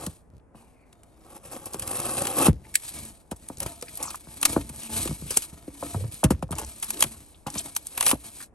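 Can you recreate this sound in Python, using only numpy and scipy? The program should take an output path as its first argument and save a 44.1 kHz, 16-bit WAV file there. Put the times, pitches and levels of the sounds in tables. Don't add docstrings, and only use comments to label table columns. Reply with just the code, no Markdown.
import sys
import numpy as np
from scipy import signal
from scipy.fft import rfft, irfft, next_fast_len
from scipy.io import wavfile
from scipy.ndimage import uniform_filter1d

SR = 44100
rng = np.random.default_rng(int(sys.argv[2]) if len(sys.argv) > 2 else 0)


def put_to_file(sound):
    columns = np.atleast_2d(sound).T
    safe = np.clip(columns, -1, 1)
    whole_steps = np.round(safe * 32767)
    wavfile.write(sys.argv[1], SR, whole_steps.astype(np.int16))


N = 376613
TIME = np.arange(N) / SR
CUTOFF_HZ = 16200

# time in s, level in dB, hard-contact share in dB,
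# pitch of the struck spot in Hz, panel ring in dB (low where a hand damps it).
KNOCKS = [(.068, -21, -8.5, 165, -14), (0.333, -43.5, -28, 83, 14), (0.547, -40, 1.5, 146, -2),
          (1.743, -25.5, 1.5, 390, -19), (2.4819, -1.5, -10.5, 163, -4), (2.535, -32.5, -24, 76, -3.5),
          (3.316, -22.5, 0.5, 231, -15), (3.5, -27.5, 1.5, 268, -1), (3.66, -29, 5.5, 323, -8),
          (3.824, -28.5, -4.5, 469, -6), (4.002, -33.5, 6.5, 636, 3), (4.271, -35, -3.5, 126, 1),
          (4.527, -29.5, -17, 462, 10), (4.564, -7.5, -2, 302, 1), (4.576, -17.5, -4, 273, 1),
          (4.698, -31.5, -9, 150, -6), (4.786, -40, -16, 220, 3), (4.904, -37, -12, 330, 5),
          (4.999, -33.5, 3, 281, 0), (5.056, -19.5, -10, 340, -4), (5.09, -21, -22, 140, -8),
          (5.11, -19, -9.5, 172, -3), (5.221, -26.5, -11.5, 141, -1), (5.306, -26.5, -25, 453, -14),
          (5.368, -23.5, -26, 378, -11), (5.525, -37.5, -8, 107.4, -4), (5.679, -24, -25, 298, -3),
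          (5.826, -24, 7, 540, -9), (5.843, -27, -20, 295, 15), (5.945, -19.5, 0, 120.5, -11),
          (6.04, -31, -2, 455, -6), (6.2324, -19.5, 11, 601, -1), (6.241, -28, 5, 650, -6),
          (6.243, -3.5, -33, 146, 0), (6.306, -6.5, -5, 227, -8), (6.32, -19, -32.5, 84.7, 6),
          (6.426, -18.5, 2, 164, 8), (6.491, -39, 8, 693, 7), (6.506, -20.5, -11, 127, -16),
          (6.529, -26, 3.5, 108, -22), (6.598, -37, 4, 600, 5), (7.042, -27, 1.5, 131.6, 3.5),
          (7.465, -21.5, 4, 857, 8), (7.556, -26, -1, 187, -12), (8.13, -13.5, -3.5, 279, -6)]
# frequency in Hz, relative level in dB.
CRACK_PAPER = [(1000, -10.5), (1900, -7), (2900, -0.5), (4500, -9), (7000, -20.5)]


def amp(db):
    return 10 ** (np.asarray(db) / 20)


def rms_one(x):
    return x / np.sqrt(np.mean(x ** 2) + 1e-20)


def in_time(rows):
    s, *columns = np.transpose(rows)
    return [np.interp(TIME, s, column) for column in columns]


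def during(rows):
    inside = (TIME >= rows[0][0]) & (TIME <= rows[-1][0])
    return uniform_filter1d(1. * inside, size=400)


def at_hz(points, hz, axis=1):
    points = np.array(points)
    return np.interp(np.log(hz + 1), np.log(points[:, 0]), points[:, axis])


def colour(x, spectrum):
    size = next_fast_len(len(x))
    gain = amp(at_hz(spectrum, np.fft.rfftfreq(size, 1 / SR)))
    return irfft(rfft(x, size) * gain, size)[:len(x)]


def band(x, low_hz, high_hz):
    return signal.sosfilt(signal.butter(2, [low_hz, high_hz], "band", fs=SR, output="sos"), x)


def resonate(x, hz, q):
    return signal.lfilter(*signal.iirpeak(hz, q, fs=SR), x + 1e-18)


def drift(rate):
    return np.clip(rms_one(np.interp(TIME * rate, np.arange(4000), rng.standard_normal(4000))), -2, 2)


def swell(peak_s, rise_s, fall_s):
    gain = np.zeros(N)
    near = slice(*np.searchsorted(TIME, [peak_s - 3 * rise_s, peak_s + 3 * fall_s]))
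    away = np.maximum((peak_s - TIME[near]) / rise_s, (TIME[near] - peak_s) / fall_s)
    gain[near] = amp(-20 * away ** 1.51)
    return gain


def add(out, s, sound):
    start = max(round(s * SR), 0)
    out[start:start + len(sound)] += sound[:N - start]


def bend(x, lag):
    hz = np.fft.rfftfreq(len(x), 1 / SR)
    return irfft(rfft(x) * np.exp(-4j * np.pi * lag * np.sqrt(1000 * hz)), len(x))


def friction(spectrum, per_s, spread_db, smooth, uneven_db, uneven_rate):
    sizes = amp(spread_db * np.minimum(rng.exponential(1, N), 4.5)) * rng.choice([-1, 1], N)
    slips = rms_one(sizes * (rng.random(N) < per_s / SR))
    grip = amp(uneven_db * drift(uneven_rate))
    return rms_one(colour((slips + smooth * rng.standard_normal(N)) * grip, spectrum))


def crackle(spectrum, per_s, spread_db, q, count=18):
    out = 0
    for hz in np.linspace(1200, 12500, count):
        breaks = np.zeros(N)
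        at = rng.integers(0, N, size=int(per_s / count * N / SR))
        sizes = amp(spread_db * np.minimum(rng.exponential(1, len(at)), 3))
        breaks[at] = sizes * rng.choice([-1, 1], len(at))
        out = out + rms_one(resonate(breaks, hz, q))
    return rms_one(colour(out, spectrum))


def panel(x, depth_db=3.5, count=240):
    ripple = [np.geomspace(600, 16000, count), rng.normal(0, depth_db, count)]
    return rms_one(colour(x, np.transpose(ripple)))


def travel(x, depth_db=8.5, moves_per_s=11, handover_db=12, count=5):
    shares = np.array([amp(handover_db * drift(moves_per_s)) for _ in range(count)])
    hz = np.geomspace(200, 14000, num=110)
    spots = []
    for _ in range(count):
        ripple = np.transpose([hz, rng.normal(0, depth_db, len(hz))])
        spots.append(rms_one(colour(x, ripple)))
    return rms_one(np.sum(shares * spots, axis=0) / shares.sum(axis=0))


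def outdoor_air():
    # frequency in Hz, relative level in dB.
    air_spectrum = [(20, -16.5), (55, -0.5), (120, -10), (300, -11.5), (800, -15), (1600, -26), (4000, -56),
                    (9000, -44), (12000, -57.5), (15000, -61.5)]
    mid, side = (rms_one(colour(rng.standard_normal(N), air_spectrum)) for _ in range(2))
    return amp(-57.0) * mid + amp(-62.5) * side * np.array([[1], [-1]])


def tape(rasp_db=-3, grains_db=-2, fibres_db=-16):
    # time in s, tearing level in dB.
    cut = [(1.17, -73), (1.4, -65.5), (1.56, -55), (1.77, -49), (1.96, -38), (2.345, -36.5), (2.39, -29.5),
           (2.475, -24.5), (2.52, -63.5)]
    # peak in s, rise in s, fall in s, tearing level in dB,
    # board drone in dB.
    rips = [(.01, 0.054, 0.12, -61, -38), (1.37, 0.13, 0.018, -53, -46.5),
            (1.459, 0.028, 0.033, -47, -42.5), (1.533, 0.035, 0.034, -41, -38.5),
            (1.567, 0.01, 0.022, -46, -40.5), (1.672, 0.014, 0.0077, -40.5, -36),
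            (1.916, 0.0069, 0.0077, -36, -43), (1.947, 0.016, 0.039, -39, -48),
            (1.996, 0.01, 0.026, -48, -33.5), (2.056, 0.0067, 0.031, -39, -47.5),
            (2.097, 0.0069, 0.064, -43.5, -39.5), (2.184, 0.023, 0.0069, -32, -32.5),
            (2.221, 0.016, 0.0071, -35, -30), (2.253, 0.008, 0.0059, -32, -30.5),
            (2.369, 0.0033, 0.015, -37.5, -29.5), (2.385, .003, .009, -25, -25.5),
            (2.401, .003, .009, -39, -26.5), (2.426, 0.0049, 0.0089, -29, -28.5),
            (2.458, 0.0064, 0.024, -25.5, -29.5), (2.475, 0.013, 0.0086, -42, -21.5),
            (3.626, 0.023, 0.028, -38, -33), (4.02, 0.047, 0.066, -45, -37),
            (4.142, 0.065, 0.042, -54, -58), (6.594, 0.0073, 0.013, -27.5, -37.5),
            (7.015, 0.048, 0.059, -35, -38.5), (8.0, 0.094, 0.13, -39, -44),
            (8.078, 0.044, 0.064, -22.5, -36.5)]
    # frequency in Hz, relative level in dB.
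    rasp_spectrum = [(900, -36), (1600, 2.5), (2100, -4.5), (2600, 3.5), (4000, -0.5), (6000, -1.5),
                     (8000, 7), (11500, 10), (15000, -8)]
    drone_spectrum = [(40, -11), (105, 5.5), (160, 1.5), (230, 1), (380, 6), (450, -1.5), (510, 10),
                      (620, -2), (760, 6), (880, 6), (1020, -1), (1140, 5.5), (1500, -6), (2500, -19.5)]
    rasp = travel(friction(rasp_spectrum, per_s=3200, spread_db=-8.5, smooth=1.0,
                           uneven_db=-0.5, uneven_rate=98))
    grains = crackle(rasp_spectrum, per_s=1100, spread_db=2, q=5)
    fibres = friction(CRACK_PAPER, per_s=370, spread_db=3.5, smooth=0.096, uneven_db=6.0, uneven_rate=67)
    drone = friction(drone_spectrum, per_s=600, spread_db=2, smooth=0.84, uneven_db=1.6, uneven_rate=69)
    drone = travel(drone, depth_db=5.5)

    snags = np.cumsum(45 * (1 + .4 * drift(30))) / SR
    snag_db = 3 * uniform_filter1d(.5 - snags % 1, size=120)
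    bite = amp(snag_db + 1.5 * drift(240))

    force_db, = in_time(cut)
    tearing = during(cut) * amp(force_db)
    driving = during(cut) * amp(-0.5 + 0.87 * force_db)
    for s, rise, fall, tear_db, board_db in rips:
        pull = swell(s, rise, fall)
        tearing += amp(tear_db) * pull
        driving += amp(board_db) * pull
    tear = amp(rasp_db) * rasp + amp(grains_db) * grains + amp(fibres_db) * fibres
    return bite * (tearing * tear + driving * drone)


def sliding(hiss_db=8.0, scrape_db=5.0, sway_db=4, drag_db=-4, grit_db=-1, rock_db=-38.5, rock_t60=0.66):
    # peak in s, rise in s, fall in s, hiss in dB, scrape in dB.
    strokes = [(0.021, 0.098, 0.16, -49.5, -57), (0.562, 0.022, 0.23, -69, -64),
               (1.073, 0.39, 0.96, -78.5, -65.5), (2.68, 0.1, 0.15, -65, -56),
               (2.867, 0.14, 0.14, -48, -77), (2.969, 0.11, 0.22, -48, -48.5),
               (3.451, 0.15, 0.42, -61.5, -62), (3.699, 0.071, 0.07, -52.5, -49.5),
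               (3.909, 0.35, 0.12, -58.5, -62.5), (4.12, 0.24, 0.083, -49, -54),
               (4.359, 0.22, 0.38, -53.5, -55.5), (4.514, 0.095, 0.14, -41, -39),
               (4.863, 0.21, 0.026, -47, -51), (4.971, 0.089, 0.21, -35.5, -39.5),
               (5.362, 0.17, 0.15, -43, -60.5), (5.54, 0.15, 0.8, -64.5, -57.5),
               (5.879, 0.17, 0.27, -47.5, -49.5), (6.116, 0.0045, 0.15, -50, -74),
               (6.61, 0.071, 0.06, -50.5, -39.5), (6.698, 0.079, 0.055, -51.5, -63.5),
               (6.93, 0.31, 0.35, -47.5, -51.5), (7.19, 0.18, 0.11, -65.5, -61),
               (7.563, 0.074, 0.18, -47, -45), (7.66, 0.01, 0.032, -46, -44.5),
               (7.912, 0.59, 0.32, -56.5, -64), (8.268, 0.096, 0.055, -49.5, -56),
               (8.42, 0.14, 0.048, -48, -59.5)]
    # peak in s, level in dB.
    shifts = [(.02, -46), (.36, -63), (1.5, -55.5), (1.85, -45), (3.0, -48), (3.63, -49.5), (4.06, -56),
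              (4.36, -67), (4.77, -58), (5.02, -49.5), (5.26, -47.5), (5.57, -58), (6.1, -56.5), (6.4, -50),
              (6.668, -58.5), (7.19, -60)]
    # frequency in Hz, relative level in dB.
    hiss_spectrum = [(1000, -4), (2000, -7.5), (2800, -2), (4200, -4), (6000, -4.5), (8500, 4.5),
                     (11500, 0.5), (15000, 1.5)]
    grit_spectrum = [(1200, 2.5), (3000, -10), (6000, -3), (12000, 5.5)]
    scrape_spectrum = [(150, -3.5), (320, 3), (500, -6.5), (700, -1.5), (1000, -4), (1500, -10.5),
                       (2200, -14), (4000, -21)]
    sway_spectrum = [(20, -15.5), (40, -25.5), (60, 3.5), (110, -1), (200, -5.5), (300, -13), (500, -17),
                     (1000, -38.5)]
    hiss = panel(friction(hiss_spectrum, per_s=700, spread_db=2.0, smooth=1.36,
                          uneven_db=1.5, uneven_rate=88))
    scrape = travel(friction(scrape_spectrum, per_s=240, spread_db=3.0, smooth=0.88,
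                             uneven_db=2.0, uneven_rate=70))
    sway = friction(sway_spectrum, per_s=110, spread_db=4.5, smooth=0.82, uneven_db=-3.0, uneven_rate=14)
    grit = crackle(grit_spectrum, per_s=700, spread_db=2.5, q=3.9)

    speed, pressure, rocking = np.zeros((3, N))
    for s, rise, fall, speed_db, pressure_db in strokes:
        stroke = swell(s, rise, fall)
        speed += amp(speed_db) * stroke
        pressure += amp(pressure_db) * stroke
    for s, db in shifts:
        rocking += amp(db + sway_db) * swell(s, rise_s=0.13, fall_s=0.11)
    for s, blow_db, *_ in KNOCKS:
        add(rocking, s, amp(blow_db + rock_db - 60 * TIME[:SR] / rock_t60))

    catch = amp(1.9 * drift(90))
    rubbing = speed * catch * (amp(hiss_db) * hiss + amp(grit_db) * grit)
    dragging = pressure * catch * (amp(scrape_db) * scrape + amp(drag_db) * sway)
    return rubbing + dragging + rocking * sway


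def snaps(rise=0.00074, lead_db=-20, lead_in=0.0035, tail_db=-22, tail_t60=0.07,
          board_slower=1.7, spot_db=1, spot_q=8):
    # time in s, level in dB, share of paper and board in dB,
    # time in s to fall 30 dB, ring of the cracking spot in Hz.
    cracks = [(0.065, -22, -12, 0.0079, 4500), (.929, -46, -4.5, 0.004, 3760),
              (1.033, -48, -5.5, 0.013, 8050), (1.657, -27, -43, .017, 11100),
              (1.734, -25, -21.5, 0.018, 800), (1.796, -23.5, -14, 0.012, 11200),
              (1.822, -23.5, -9, 0.025, 610), (1.8755, -22.5, -10.5, 0.013, 11160),
              (1.743, -27, -9, .012, 990), (1.91, -29, -17, 0.013, 900), (1.957, -27.5, -12, 0.0052, 8500),
              (1.97, -27.5, -11.5, .008, 11000), (1.99, -31.5, -26, .01, 9000),
              (2.001, -23, -24, .008, 11000), (2.05, -29.5, -18, .012, 8100),
              (2.1845, -24.5, -8.5, .012, 2600), (2.208, -33, -5, 0.014, 670),
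              (2.22, -24, -15.5, 0.0089, 7800), (2.27, -16, -8, 0.011, 597), (3.313, -26.5, -8, .025, 885),
              (3.362, -42, -16, 0.034, 9150), (3.487, -30.5, -16, 0.0043, 9200),
              (3.603, -21.5, -11, 0.0072, 10600), (3.631, -21, -16, 0.0039, 900),
              (3.662, -23, -9, 0.027, 2300), (3.825, -26, -7, 0.0053, 4680),
              (3.973, -27, -14, 0.017, 11600), (4.003, -37, -1, 0.02, 6200),
              (4.027, -17.5, -26, 0.031, 6850), (4.105, -26.5, -8.5, 0.015, 1150),
              (4.147, -36.5, -5, 0.026, 1150), (4.414, -25.5, -21, .0081, 9700),
              (4.429, -15.5, -2.5, 0.0078, 10340), (4.4525, -4.5, -10.5, 0.015, 4240),
              (4.456, -9, -10, 0.0089, 1860), (4.692, -31, -9, 0.025, 9400), (5.075, -28, 1, 0.013, 9800),
              (5.306, -15, -12.5, 0.042, 4770), (5.3718, -4, -15, 0.0054, 7550),
              (5.421, -23, -14, .04, 2780), (6.2393, -9.5, -7, 0.02, 1140), (6.3054, -17, -9, 0.031, 1880),
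              (6.425, -32, -4, 0.019, 600), (6.5168, -28.5, -11.5, 0.0069, 9430),
              (6.5236, -31.5, 2, 0.027, 9500), (6.584, -22.5, -8, 0.012, 7550),
              (6.826, -21.5, -9, 0.045, 10540), (6.8298, -22.5, -10, 0.0048, 3500),
              (6.9053, -17, -13, 0.0054, 11350), (7.007, -13, -15.5, 0.005, 10900),
              (7.0246, -3, -10, 0.0082, 3100), (7.038, -19.5, -3, 0.011, 11300),
              (7.467, -26.5, -2, 0.044, 880), (7.552, -27, -4.5, 0.023, 1050),
              (7.765, -13.5, -10.5, 0.0044, 11800), (7.869, -24, -28, 0.007, 8870),
              (7.9763, -20.5, -2, 0.012, 11600), (8.009, -12.5, -4.5, 0.0062, 11300),
              (8.027, -14.5, -8.5, 0.01, 2260), (8.0647, -8, -7.5, 0.01, 4230),
              (8.094, -15, -10.5, .015, 2600), (8.105, -16, -12.5, .006, 8900),
              (8.1128, -13, -1.5, 0.01, 10000)]
    # frequency in Hz, relative level in dB.
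    board_spectrum = [(200, -19.5), (500, -10), (900, 4), (1300, 4), (1800, -4.5), (3000, -18.5)]
    tape_spectrum = [(2500, -19), (5000, -3), (7800, 4), (9500, 3.5), (11500, 2.5), (15500, 4)]
    out, before = np.zeros(N), .02
    t = np.arange(5120) / SR - before
    after = np.maximum(t, 0)
    for s, level_db, body_db, length, spot_hz in cracks:
        parts = [(tape_spectrum, -14, length),
                 (CRACK_PAPER, body_db - 17.5, length),
                 (board_spectrum, body_db - 15.5, length * board_slower)]
        crack = 0
        for spectrum, part_db, fall_30db in parts:
            decay = amp(-30 * after / fall_30db) + amp(tail_db - 60 * after / tail_t60)
            first_fibres = amp(lead_db) * np.exp(-abs(t) / lead_in)
            fade = (1 - np.exp(-after / rise)) * decay + first_fibres
            crack = crack + amp(part_db) * rms_one(colour(rng.standard_normal(len(t)) * fade, spectrum))
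        crack = crack + amp(spot_db) * resonate(crack, spot_hz, spot_q)
        add(out, s - before - .001, amp(level_db - 3.0) * bend(crack, lag=0.001248))
    return out


def knocks(direct=2.65, spot_db=-4, spot_t60=0.12, focus_db=4, edge_db=-11, edge_s=0.015, deep_hz=130,
           hard_hz=540, soft_hz=1350, crush_db=-5, crush_t60=0.059, buzz_db=-26):
    # frequency in Hz, level in dB, t60 in s.
    panel_modes = [(59.6, -9, 0.26), (76, -20, 0.12), (109, -11.5, 0.22), (148.5, -4.5, 0.092),
                   (206, -4, 0.068), (252, -12.5, 0.14), (298.3, -11.5, 0.19), (509.7, -2, 0.074),
                   (650, -6, 0.05), (790, -13, 0.05), (885, -18, 0.067), (1150, -21.5, 0.065)]
    out, t = np.zeros(N), np.arange(16384) / SR
    contact = signal.butter(3, soft_hz, fs=SR, output="sos")
    for s, level_db, hard_db, spot_hz, ring_db in KNOCKS:
        ring = 0
        for hz, db, t60 in list(panel_modes) + [(spot_hz, spot_db, spot_t60)]:
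            strength_db = db - focus_db * abs(np.log2(hz / spot_hz)) + rng.normal(0, 2.5)
            mode_hz = hz * (1 + rng.normal(0, .025))
            ring = ring + amp(strength_db - 60 * t / t60) * np.cos(2 * np.pi * mode_hz * t)

        turns = spot_hz * t
        push = direct * np.exp(-turns / 0.62) * np.cos(2 * np.pi * turns)
        flutes = rms_one(band(rng.standard_normal(len(t)), 280, 2800))
        wave = amp(ring_db) * ring + push + amp(crush_db - 60 * t / crush_t60) * flutes
        if_delays = rng.uniform(0.00082, edge_s, size=4)
        for delay, sign in zip(if_delays, rng.choice([-1, 1], size=4)):
            echo = np.pad(push, (round(delay * SR), 0))[:len(t)]
            wave = wave + sign * amp(edge_db) * echo
        blow = signal.sosfilt(contact, bend(wave, lag=0.00291))

        deep_db = 0.5 - 9 * np.log2(spot_hz / deep_hz)
        deep = amp(deep_db - 24.5) * rms_one(band(band(blow, 53, deep_hz), 53, deep_hz))
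        body = amp(-22.5) * rms_one(band(blow, 95, hard_hz))
        hard = amp(hard_db - 24.0) * rms_one(band(band(blow, hard_hz, 1600), hard_hz, 1600))
        rattle = rms_one(band(rng.standard_normal(len(t)), 450, 1800))
        buzz = amp(buzz_db) * np.maximum(deep + body, 0) * rattle
        add(out, s - .0032, amp(level_db) * (deep + body + hard + buzz))
    return out


def scuffs(width=0.21, chatter_db=5):
    # start in s, length in s, level in dB, pitch in Hz.
    edges = [(0.395, 0.0075, -57, 3000), (2.641, 0.022, -50, 1920), (0.537, 0.17, -54.5, 910),
             (3.868, 0.036, -45.5, 2050), (3.875, 0.032, -51, 4500), (4.007, 0.14, -37, 1100),
             (3.993, 0.1, -44.5, 2130), (4.144, 0.013, -30, 1130), (4.804, 0.11, -49.5, 2740),
             (5.275, 0.062, -41.5, 2666), (5.956, 0.14, -41, 486), (6.518, 0.029, -39, 1200),
             (6.576, 0.058, -35, 890), (6.926, 0.18, -42, 336), (7.344, 0.026, -57.5, 3330),
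             (7.462, 0.032, -34, 915), (7.572, 0.035, -35, 3620), (7.655, .035, -46, 780),
             (7.118, 0.064, -52, 1100), (8.078, 0.092, -32, 660), (8.401, 0.05, -42, 1440)]
    out = np.zeros(N)
    chatter = rng.standard_normal(N) * amp(chatter_db * drift(250))
    for s, length, db, hz in edges:
        along = np.clip((TIME - s) / length, 0, 1)
        stroke = 2 * np.sqrt(along) * (1 - along)
        out += amp(db) * stroke * rms_one(band(chatter, hz / (1 + width), hz * (1 + width)))
    return out


def skate(chatter_db=3, octave_db=-17):
    # (time in s, pitch in Hz, level in dB).
    zips = [(.09, [(.55, 2770, -64), (.68, 2574, -72), (.77, 2300, -69), (.85, 2220, -63), (.97, 2180, -84),
            (1.2, 2400, -75)]), (.13, [(4.02, 10100, -42), (4.05, 9000, -31.5), (4.075, 7030, -36),
            (4.097, 5270, -38), (4.112, 3680, -49)]), (.2, [(7.572, 5720, -46), (7.585, 7170, -23),
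            (7.594, 8570, -21), (7.6, 9200, -32)])]
    out, chatter = 0, rng.standard_normal(N) * amp(chatter_db * drift(200))
    for width, curve in zips:
        hz, db = in_time(curve)
        mean_hz = np.mean(curve, axis=0)[1]
        blur = rms_one(band(chatter, 30, width * mean_hz))
        turn = 2 * np.pi * np.cumsum(hz) / SR
        octave = amp(octave_db) * (2 * hz < CUTOFF_HZ) * np.sin(2 * turn)
        out = out + during(curve) * amp(db) * blur * (np.sin(turn) + octave)
    return out


def retract(rise=0.001, t60=0.012, tail_db=-22, tail_t60=0.067, slide_s=0.013, slide_db=-23):
    # frequency in Hz, relative level in dB.
    handle_spectrum = [(1200, -26), (1700, 0.5), (2150, 5), (2500, -5.5), (4200, -4.5), (6000, -8.5),
                       (7700, 6.5), (9500, 0), (11500, -2), (15500, 3.5)]
    out, t = np.zeros(N), TIME[:5120] - slide_s
    after = np.maximum(t, 0)
    decay = amp(-60 * after / t60) + amp(tail_db - 60 * after / tail_t60)
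    clack = (1 - np.exp(-after / rise)) * decay
    force = clack / clack.max() + amp(slide_db) * (t < 0)
    sound = rms_one(colour(rng.standard_normal(len(t)) * force, handle_spectrum))
    add(out, 2.7542 - slide_s, amp(-20) * sound)
    return out


def ticks(t60=0.018, q=2.4, rise=.0005):
    # start in s, level in dB, pitch in Hz.
    taps = [(3.051, -32, 11000), (3.571, -35, 6900), (3.583, -35, 9900), (3.6794, -41, 2380),
            (3.812, -34.5, 7440), (3.954, -30.5, 10600), (4.156, -28.5, 10900), (4.613, -37.5, 2380),
            (4.76, -36, 9250), (5.213, -36.5, 9200), (6.5082, -29.5, 9100), (6.553, -31, 7570),
            (6.6146, -31, 7680), (6.647, -30.5, 6960), (6.7993, -34, 11200), (6.843, -25, 11050),
            (6.867, -37, 9000), (6.971, -36, 3500), (7.5015, -28.5, 7800), (7.541, -31, 7500),
            (7.75, -31, 9200), (8.425, -33.5, 8440)]
    out, t = np.zeros(N), TIME[:2048]
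    fade = (1 - np.exp(-t / rise)) * amp(-60 * t / t60)
    for s, level_db, hz in taps:
        burst = resonate(rng.standard_normal(len(t)) * fade, hz, q)
        add(out, s, amp(level_db - 16) * rms_one(burst))
    return out


def judder():
    # time in s, pitch in Hz, level in dB.
    flap_curves = [
        [(4.9, 104.3, -46), (4.985, 95, -40.5), (5.03, 85, -45)],
        [(5.93, 97.4, -38), (5.962, 103.4, -24), (6.0, 90.4, -28), (6.05, 112.6, -31.5), (6.1, 99, -43)],
        [(6.62, 58.1, -37.5), (6.652, 65.4, -35), (6.72, 65.5, -47)],
    ]
    out = 0
    for curve in flap_curves:
        hz, db = in_time(curve)
        turn = 2 * np.pi * np.cumsum(hz * (1 + 0.04 * drift(60))) / SR
        level = during(curve) * amp(db + 1.5 + 4.2 * drift(70))
        out = out + level * (np.sin(turn) + 0.11 * np.sin(2 * turn))
    return out


def boot(x, t60=0.042, moves_per_s=30, count=4):
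    # frequency in Hz, side to mid in dB.
    scatter = [(60, -17), (300, -23.5), (700, -12.5), (1300, -25), (2200, -10), (5000, -15.5), (8500, -25),
               (15000, -29)]
    t = np.arange(2048) / SR
    shares = np.array([drift(moves_per_s) for _ in range(count)])
    side = 0
    for share in shares / np.linalg.norm(shares, axis=0):
        echoes = rfft(rng.standard_normal(len(t)) * amp(-60 * t / t60))
        echoes /= np.sqrt(uniform_filter1d(abs(echoes) ** 2, size=7))
        side = side + share * signal.oaconvolve(x, irfft(echoes))[:N]
    side = colour(side, scatter)
    return np.array([x + side, x - side])


def scene():
    handling = tape() + sliding() + snaps() + knocks() + scuffs() + skate() + retract() + ticks() + judder()
    return boot(handling) + outdoor_air()


def record(dry):
    # frequency in Hz, resonance in dB, left minus right in dB, left phase lead in rad.
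    port_response = [(95, 0.5, 0.5, -0.15), (275, -1.5, 1.1, 0.01), (1460, -5.5, 0.5, 0.74),
                     (2520, 0, 5, 1.08), (2940, -1.5, 3, 1.37), (4050, -1, 4.5, 1), (6060, -1.5, 3, 0.66),
                     (7400, -2, 2.5, 1.34), (8610, -2.5, 0, -0.45), (10530, 8.5, 0, -3.5),
                     (11000, 1.5, 1.5, -4.5), (12180, -7, -4.5, -8), (15000, -32.5, 7, -8.5),
                     (15700, -17.5, -4, -10.5)]
    size = next_fast_len(N + 2048)
    hz = np.fft.rfftfreq(size, 1 / SR)
    lean = amp(at_hz(port_response, hz, axis=2) / 2) * np.exp(.5j * at_hz(port_response, hz, axis=3))
    ports = amp(at_hz(port_response, hz)) * np.array([lean, 1 / lean])
    heard = irfft(rfft(dry, size) * ports, size)[:, :N]
    overload = .9
    heard = heard / (1 + (heard / overload) ** 4) ** .25
    return signal.sosfilt(signal.cheby2(12, 70, CUTOFF_HZ + 1000, fs=SR, output="sos"), heard)


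dry = scene()
out = record(dry)
put_to_file(out)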